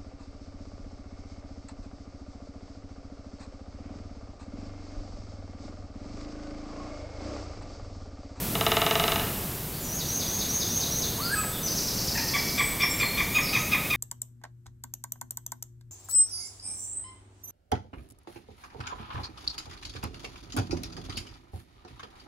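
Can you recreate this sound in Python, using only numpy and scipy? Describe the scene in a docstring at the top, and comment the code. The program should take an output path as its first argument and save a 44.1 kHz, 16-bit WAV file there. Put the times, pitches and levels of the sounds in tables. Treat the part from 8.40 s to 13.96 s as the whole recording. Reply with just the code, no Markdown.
"""A low rumble and a fine hiss open the scene and last throughout: two noises with shaped spectra.
A woodpecker drums: each blow rings a hollow branch and adds a broad crack. Small birds give thin whistles,
a see-saw song and a buzzy trill, all made from bent, fluttering sines. A larger bird squeals, then yelps
a run of loud notes, both built from harmonics. Trunks and leaves scatter every sound but the background."""
import sys
import numpy as np
from scipy import signal
from scipy.fft import rfft, irfft
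from scipy.io import wavfile

SR = 44100
rng = np.random.default_rng(int(sys.argv[2]) if len(sys.argv) > 2 else 0)


def master(y):
    """Save y as 16-bit WAV."""
    cut = np.clip(np.atleast_2d(y).T, -1, 1)
    pcm = np.round(cut * 32767)  # scale
    wavfile.write(sys.argv[1], SR, pcm.astype(np.int16))


N = 245175


def from_db(db):
    """Turn decibels into a gain."""
    return 10 ** (np.asarray(db) / 20)


def rms_one(x):
    """Scale a sound to an rms (average strength) of 1."""
    return x / np.sqrt(np.mean(x ** 2) + 1e-20)


def along(rows, at):
    """Read every later column of a table at the given places of its first column."""
    first, *columns = np.transpose(rows)
    return [np.interp(at, first, column) for column in columns]


def at_hz(points, hz):
    """Read a spectrum in dB, with straight lines between its points on a log-frequency axis."""
    knots, values = np.transpose(points)
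    return np.interp(np.log(hz + 1), np.log(knots), values)


def add(out, start_s, sound):
    """Mix a sound in at a given time."""
    start = max(round(start_s * SR), 0)
    out[start:start + len(sound)] += sound[:N - start]


def waver(rate_hz, size):
    """Random wandering about 0: straight lines between random values of spread 1."""
    step = SR / rate_hz
    knots = rng.standard_normal(1024)
    return np.interp(np.arange(size) / step, np.arange(len(knots)), knots)


def coloured_noise(spectrum):
    """Steady noise with a given spectrum, rms 1."""
    hz = np.arange(N // 2 + 1) * SR / N
    white = rfft(rng.standard_normal(N))
    return rms_one(irfft(white * from_db(at_hz(spectrum, hz)), N))


def ring(clicks, hz, t60):
    """A resonance passed twice: a unit click swells to a sine of height about 1, then dies away."""
    decay = np.log(1000) / (t60 * SR)
    w = 2 * np.pi * hz / SR
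    r = np.exp(-decay)
    section = [0, np.sin(w), 0, 1, -2 * r * np.cos(w), r * r]
    return 2 * np.e * decay * signal.sosfilt([section, section], clicks + 1e-18)


def whistle(length_s, sweep_hz, warble, warble_hz, rough):
    """One near-sine note bent through three pitches; the bird's voice organ flutters around that line."""
    u = np.linspace(0, 1, int(length_s * SR))   # place within the note
    line_hz = np.polyval(np.polyfit([0, .5, 1], sweep_hz, 2), u)
    flutter = warble * np.sin(2 * np.pi * warble_hz * length_s * u) + rough * waver(511, len(u))
    phase = 2 * np.pi * np.cumsum(line_hz * (1 + flutter)) / SR
    swell = signal.windows.tukey(len(u), .3)
    return np.sqrt(2) * swell * np.sin(phase)


def forest(x, direct_db, near_db, near_t60, far_db, far_t60, build_s, dull_hz):
    """Direct sound, a quick scatter from near trunks, and a long tail that builds up from the wood beyond."""
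    t = np.arange(SR * 3 // 2) / SR
    echoes = rng.standard_normal((2, len(t)))
    near = rms_one(echoes[0] * from_db(-60 * t / near_t60) * (t > .002))
    far = rms_one(echoes[1] * from_db(-60 * t / far_t60) * np.minimum(t / build_s, 1))
    scatter = (from_db(near_db) * near + from_db(far_db) * far) / np.sqrt(len(t))
    # both scatters lose treble
    dulling = signal.butter(1, min(dull_hz, SR / 2 - 100), fs=SR, output="sos")
    scatter = signal.sosfilt(dulling, scatter)
    return from_db(direct_db) * x + signal.fftconvolve(x, scatter)[:N]


# How the background level moves. Each row: time in seconds, level in dB before the shared gain.
BACKGROUND_LEVEL = [(0.02, -36), (0.74, -35.5), (1.29, -40.5), (1.89, -38), (5.56, -37.5)]
# Tone colour of the low rumble. Each row: frequency in Hz, relative strength in dB.
RUMBLE_SPECTRUM = [(20, -10.5), (55, -3), (80, -3), (115, -1), (160, -0.5), (230, -4), (320, -7),
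                   (460, -10.5), (950, -17), (2500, -24), (5000, -53)]
# Tone colour of the fine hiss. Each row: frequency in Hz, relative strength in dB.
HISS_SPECTRUM = [(1500, -12.5), (3000, -1.5), (5000, -2), (7000, -2), (9000, -1), (11000, 1), (13300, 5),
                 (15000, 2.5), (16000, -1)]


def background(gain_db):
    """Low rumble and fine hiss as shaped noise; both sink after the drum roll, then partly recover."""
    level_db, = along(BACKGROUND_LEVEL, np.arange(N) / SR)
    rumble = coloured_noise(RUMBLE_SPECTRUM)
    hiss = coloured_noise(HISS_SPECTRUM)
    return from_db(level_db + gain_db) * (rumble + hiss)


# the gap between blows closes on a shortest gap, keeping a share of the excess each time
ROLL_START_S, FIRST_GAP_S, SHORTEST_GAP_S, GAP_KEEPS = .1528, .05727, .02914, .915
# strongest blow in dB, then the slopes in dB per blow: building up, tiring and giving out
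ROLL_DB, ROLL_BUILD_DB, ROLL_TIRE_DB, ROLL_QUIT_DB = -11, 3, 0.32, 2.5


def drum_roll(count, peak_index, quit_index):
    """Times and levels of the beak's blows: they come ever faster, build, tire and give out."""
    k = np.arange(count)
    gaps = SHORTEST_GAP_S + (FIRST_GAP_S - SHORTEST_GAP_S) * GAP_KEEPS ** k
    times = ROLL_START_S + np.cumsum(gaps) - gaps
    build_loss_db = ROLL_BUILD_DB * np.maximum(peak_index - k, 0)
    tire_loss_db = ROLL_TIRE_DB * np.maximum(k - peak_index, 0)
    quit_loss_db = ROLL_QUIT_DB * np.maximum(k - quit_index, 0)
    return times, ROLL_DB - (build_loss_db + tire_loss_db + quit_loss_db)


# Ringing tones (modes) of the hollow branch.
# Each row: frequency in Hz, level in dB, time in seconds for one pass of the resonance to fall by 60 dB.
BRANCH_MODES = [(439, -16, 0.038), (690, -13.5, 0.027), (858, -20, 0.023), (1120, -26.5, 0.028),
                (1235, -14, 0.018), (1327, -24, 0.041), (1810, -29, 0.022), (2120, -17.5, .008),
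                (2864, -8.5, 0.009), (3650, -5, 0.003), (3755, -6, 0.0056), (3977, -22.5, 0.031),
                (5140, -15, 0.0031), (6570, -14.5, 0.0024)]


def woodpecker(times, blow_db):
    """Each blow of the beak sets all modes of the hollow branch ringing."""
    out = np.zeros(N)
    for k, (hz, mode_db, t60) in enumerate(BRANCH_MODES):
        clicks = np.zeros(N)
        clicks[np.round(times * SR).astype(int)] = from_db(blow_db + mode_db)
        out += (-1) ** k * ring(clicks, hz, t60)   # neighbouring modes push opposite ways
    return out


def bark_cracks(times, blow_db, crack_db):
    """Each blow of beak on bark also throws a short broad crack: a click through a wide band filter."""
    clicks = np.zeros(N)
    clicks[np.round(times * SR).astype(int)] = from_db(blow_db + crack_db)
    crack_band = signal.butter(2, (790, 2630), "band", fs=SR, output="sos")   # Hz
    return signal.sosfilt(crack_band, clicks + 1e-18)


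# Thin whistles of the small birds. Each row: start in seconds, length in seconds, start pitch in Hz,
# end pitch in Hz, level in dB before the forest, random pitch spread as a share of the pitch.
WHISTLE_NOTES = [(1.322, .059, 4500, 4670, -43.5, 0.07), (1.4, 0.06, 7180, 6850, -39.5, .025),
                 (1.433, .07, 6220, 5750, -38, .03), (2.809, 0.061, 4184, 4880, -30.5, 0.05),
                 (2.911, 0.12, 8730, 7760, -30.5, 0.01), (3.12, 0.053, 3460, 3680, -38.5, 0.04),
                 (3.227, 0.065, 5980, 6050, -28, 0.02), (3.348, 0.058, 6030, 6020, -30, 0.06),
                 (4.173, 0.11, 7760, 8050, -32, .02), (4.42, 0.023, 5470, 5480, -22.5, 0.01),
                 (4.49, 0.095, 7700, 7540, -32, 0), (4.611, 0.065, 4290, 4262, -30, .01),
                 (4.776, 0.072, 6700, 5930, -40.5, .11), (4.914, 0.1, 6840, 6540, -37.5, 0.01),
                 (5.01, 0.035, 5520, 5240, -32, 0.03), (5.046, 0.065, 5000, 4700, -32, 0.08),
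                 (5.122, .11, 5860, 6500, -35.5, 0.05)]
WHISTLE_SETTLES = .75   # share of its glide that a whistle has made halfway through


def whistles():
    """Pure and husky bent sines; each glides quickly at first, then settles."""
    out = np.zeros(N)
    for start_s, length_s, start_hz, end_hz, level_db, rough in WHISTLE_NOTES:
        middle_hz = start_hz + WHISTLE_SETTLES * (end_hz - start_hz)
        note = whistle(length_s, (start_hz, middle_hz, end_hz), 0, 0, rough)
        add(out, start_s, from_db(level_db) * note)
    return out


# Note pairs of the see-saw song. Each row: start of the rising note in seconds,
# time from there to the falling note in seconds, level in dB before the forest.
SONG_PAIRS = [(1.505, 0.077, -30), (1.669, 0.12, -28), (1.864, 0.12, -28), (2.073, 0.12, -26.5),
              (2.281, .118, -26.5), (2.491, 0.12, -27)]
# start, middle and end pitch of the two notes, before the song sinks
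RISE_HZ, FALL_HZ = (5530, 6410, 6607), (5380, 4403, 3440)
# a short rest parts the notes; the song sinks by a share of its pitch per second; the fall is weaker
SEESAW_REST_S, SEESAW_SINK_PER_S, FALL_DB = 0.0145, 0.0224, -3.5


def tit(fall_s, swell_db):
    """A clear rising note and a husky falling one in turn, about five pairs a second."""
    out = np.zeros(N)
    for start_s, turn_s, level_db in SONG_PAIRS:
        key = 1 - SEESAW_SINK_PER_S * (start_s - SONG_PAIRS[0][0])
        rise_s = turn_s - SEESAW_REST_S
        u = np.linspace(0, 1, int(rise_s * SR))
        # the rising note steadies and swells as it nears its top
        steadying = 0.038 * (1 - 0.75 * u)
        rise = whistle(rise_s, key * np.array(RISE_HZ), warble=0.0071, warble_hz=140.4, rough=steadying)
        add(out, start_s, from_db(level_db - swell_db * (1 - u)) * rise)
        fall = whistle(fall_s, key * np.array(FALL_HZ), warble=0.071, warble_hz=208.4, rough=0.053)
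        add(out, start_s + turn_s, from_db(level_db + FALL_DB) * fall)
    return out


# Path of the squeal, which rises and then breaks to a lower note.
# Each row: time in seconds, pitch in Hz, level in dB before the overtone and the forest.
SQUEAL_PATH = [(2.78, 938, -49), (2.792, 954, -38), (2.802, 1140, -36), (2.83, 1347, -42),
               (2.892, 1410, -36.5), (2.914, 1604, -35), (2.944, 1700, -25), (2.958, 1274, -41),
               (2.994, 1286, -29.5), (3.028, 1224, -47), (3.05, 860, -34.5)]
SQUEAL_BREAK_S = 2.955


def squeal(thin_db, cracked_db, rough, end_rough, end_s):
    """A thin rising tone that cracks, gains a strong second harmonic and ends in a hoarse drop."""
    t = np.arange(SQUEAL_PATH[0][0], SQUEAL_PATH[-1][0], 1 / SR)
    pitch, level_db = along(SQUEAL_PATH, t)
    ending = np.exp((t - t[-1]) / end_s)   # climbs to 1 at the very end
    second_db = np.where(t < SQUEAL_BREAK_S, thin_db, cracked_db * (1 - ending))
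    hoarseness = rough + end_rough * ending
    phase = 2 * np.pi * np.cumsum(pitch * (1 + hoarseness * waver(800, len(t)))) / SR
    voice = np.sin(phase) + from_db(second_db) * np.sin(2 * phase)
    out = np.zeros(N)
    add(out, t[0], np.sqrt(2) * from_db(level_db) * voice)
    return out


# evenly spaced syllables, a little weaker at both ends of the trill
TRILL_START_S, TRILL_PERIOD_S, TRILL_DB, TRILL_ENDS_DB = 3.264, .1012, -27, 1.5
# the strokes within a syllable sweep down in pitch, each weaker than the last
STROKE_SWEEP_HZ, STROKE_S, STROKE_GAP_S, STROKE_LOSS_DB = (6390, 5310, 4230), .03, .035, 6


def trill(count, tick_hz, tick_s, tick_db):
    """Each syllable is three fast-fluttering downward strokes, the last with a faint high tick."""
    out = np.zeros(N)
    for syllable, place in enumerate(np.linspace(-1, 1, count)):
        start_s = TRILL_START_S + syllable * TRILL_PERIOD_S
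        level_db = TRILL_DB - TRILL_ENDS_DB * place ** 2
        for k in range(3):
            stroke = whistle(STROKE_S, STROKE_SWEEP_HZ, warble=0.12, warble_hz=172.4, rough=0.0318)
            add(out, start_s + k * STROKE_GAP_S, from_db(level_db - k * STROKE_LOSS_DB) * stroke)
        tick = whistle(tick_s, [tick_hz] * 3, 0, 0, rough=.008)
        add(out, start_s + 2 * STROKE_GAP_S, from_db(level_db + tick_db) * tick)
    return out


# Yelps of the large bird. Each row: start in seconds, length in seconds, top pitch in Hz,
# level in dB before the throat and the forest.
YELP_NOTES = [(3.746, 0.041, 941, -30.5), (3.932, 0.036, 1169, -27), (4.173, 0.042, 1179, -25),
              (4.397, 0.046, 1201, -25), (4.593, .046, 1208, -26), (4.768, 0.043, 1218, -25.5),
              (4.941, .052, 1262, -26.5), (5.124, .046, 1274, -25.5), (5.311, 0.042, 1255, -24.5),
              (5.495, 0.056, 1240, -28)]
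# Colouring of the voice: resonances of its throat, and a narrow dip near 2420 Hz. Each row: frequency in Hz,
# gain in dB.
THROAT_GAIN = [(900, -9), (1200, -15.5), (1800, 3), (2270, 6), (2420, -1), (2500, 7.5), (2850, -14),
               (3300, -0.5), (3550, -3.5), (3850, -7), (5000, 0.5), (7500, -15)]
# Strength of the voice's first six harmonics before the throat, in dB, lowest first.
HARMONICS_DB = [3, -3.5, -2.5, -11.5, -9, -22]
# a yelp scoops up, sags a little and drops at the very end: depths as shares of the top pitch
YELP_SCOOP, YELP_SAG, YELP_DROP = 0.328, .025, 0.435
YELP_SCOOP_S, YELP_DROP_POWER = 0.00303, 7.01   # a higher power makes the drop later and steeper
# it swells quickly, then loses level in dB and brightness in dB per harmonic above the second
YELP_ATTACK_S, YELP_HOLD_DB, YELP_FADE_DB, YELP_DULL_DB = 0.013, 2, 6, 5.5


def yelps(rough, onset_rough, onset_s):
    """Hoarse-starting notes that drop and dull; their harmonics slide through the throat resonances."""
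    out = np.zeros(N)
    for start_s, length_s, top_hz, level_db in YELP_NOTES:
        u = np.linspace(0, 1, int(length_s * SR))
        t = u * length_s
        drop = u ** YELP_DROP_POWER
        bend = 1 - YELP_SCOOP * np.exp(-t / YELP_SCOOP_S) - YELP_SAG * u - YELP_DROP * drop
        swell = np.minimum(t / YELP_ATTACK_S, 1) * from_db(YELP_HOLD_DB - YELP_FADE_DB * drop)
        tilt_db = -YELP_DULL_DB * u ** 2
        hoarseness = rough + onset_rough * np.exp(-t / onset_s)
        pitch = top_hz * bend * (1 + hoarseness * waver(1464, len(u)))
        phase = 2 * np.pi * np.cumsum(pitch) / SR
        voice = np.zeros(len(u))
        for k, harmonic_db in enumerate(HARMONICS_DB, 1):
            strength_db = harmonic_db + at_hz(THROAT_GAIN, k * pitch) + tilt_db * max(k - 2, 0)
            voice += from_db(strength_db) * np.sin(k * phase)
        soft_edges = signal.windows.tukey(len(u), .1)
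        add(out, start_s, np.sqrt(2) * from_db(level_db) * swell * voice * soft_edges)
    return out


def scene():
    """Each source gets its own blend of direct and scattered sound; both channels carry the same mix."""
    air = background(gain_db=3.0)
    times, blow_db = drum_roll(count=15, peak_index=2, quit_index=12)
    drum = woodpecker(times, blow_db)
    drum = forest(drum, direct_db=1.5, near_db=-3.5, near_t60=0.14,
                  far_db=-3.0, far_t60=0.81, build_s=0.037, dull_hz=2470)
    # the cracks are heard mostly as they return from the trees
    cracks = bark_cracks(times, blow_db, crack_db=19.0)
    cracks = forest(cracks, direct_db=-9, near_db=0.5, near_t60=0.072,
                    far_db=2.5, far_t60=0.85, build_s=0.027, dull_hz=5000)
    # the small birds sit deep among the trees
    song = whistles() + trill(count=9, tick_hz=7480, tick_s=0.028, tick_db=-14.0)
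    song = forest(song, direct_db=-6.0, near_db=-4, near_t60=0.43,
                  far_db=-5, far_t60=0.9, build_s=0.028, dull_hz=11800)
    seesaw = tit(fall_s=0.039, swell_db=3)
    seesaw = forest(seesaw, direct_db=-13, near_db=-3.0, near_t60=0.15,
                    far_db=-1.0, far_t60=0.99, build_s=0.036, dull_hz=12000)
    # the large bird is nearer
    cry = squeal(thin_db=-32, cracked_db=-7.5, rough=0.016, end_rough=0.17, end_s=0.016)
    cry = forest(cry, direct_db=0, near_db=-10, near_t60=.18,
                 far_db=-7, far_t60=.8, build_s=.05, dull_hz=7000)
    run = yelps(rough=0.0092, onset_rough=.2, onset_s=0.0075)
    run = forest(run, direct_db=-3.5, near_db=-4, near_t60=0.19,
                 far_db=-4.0, far_t60=1.06, build_s=0.021, dull_hz=7260)
    mono = air + drum + cracks + song + seesaw + cry + run
    return np.array([mono, mono])


def record(dry):
    """A steep low-pass filter removes the very top of the treble."""
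    low_pass = signal.ellip(12, .1, 85, 15750, fs=SR, output="sos")   # cutoff in Hz
    return signal.sosfilt(low_pass, dry)


dry = scene()
out = record(dry)
master(out)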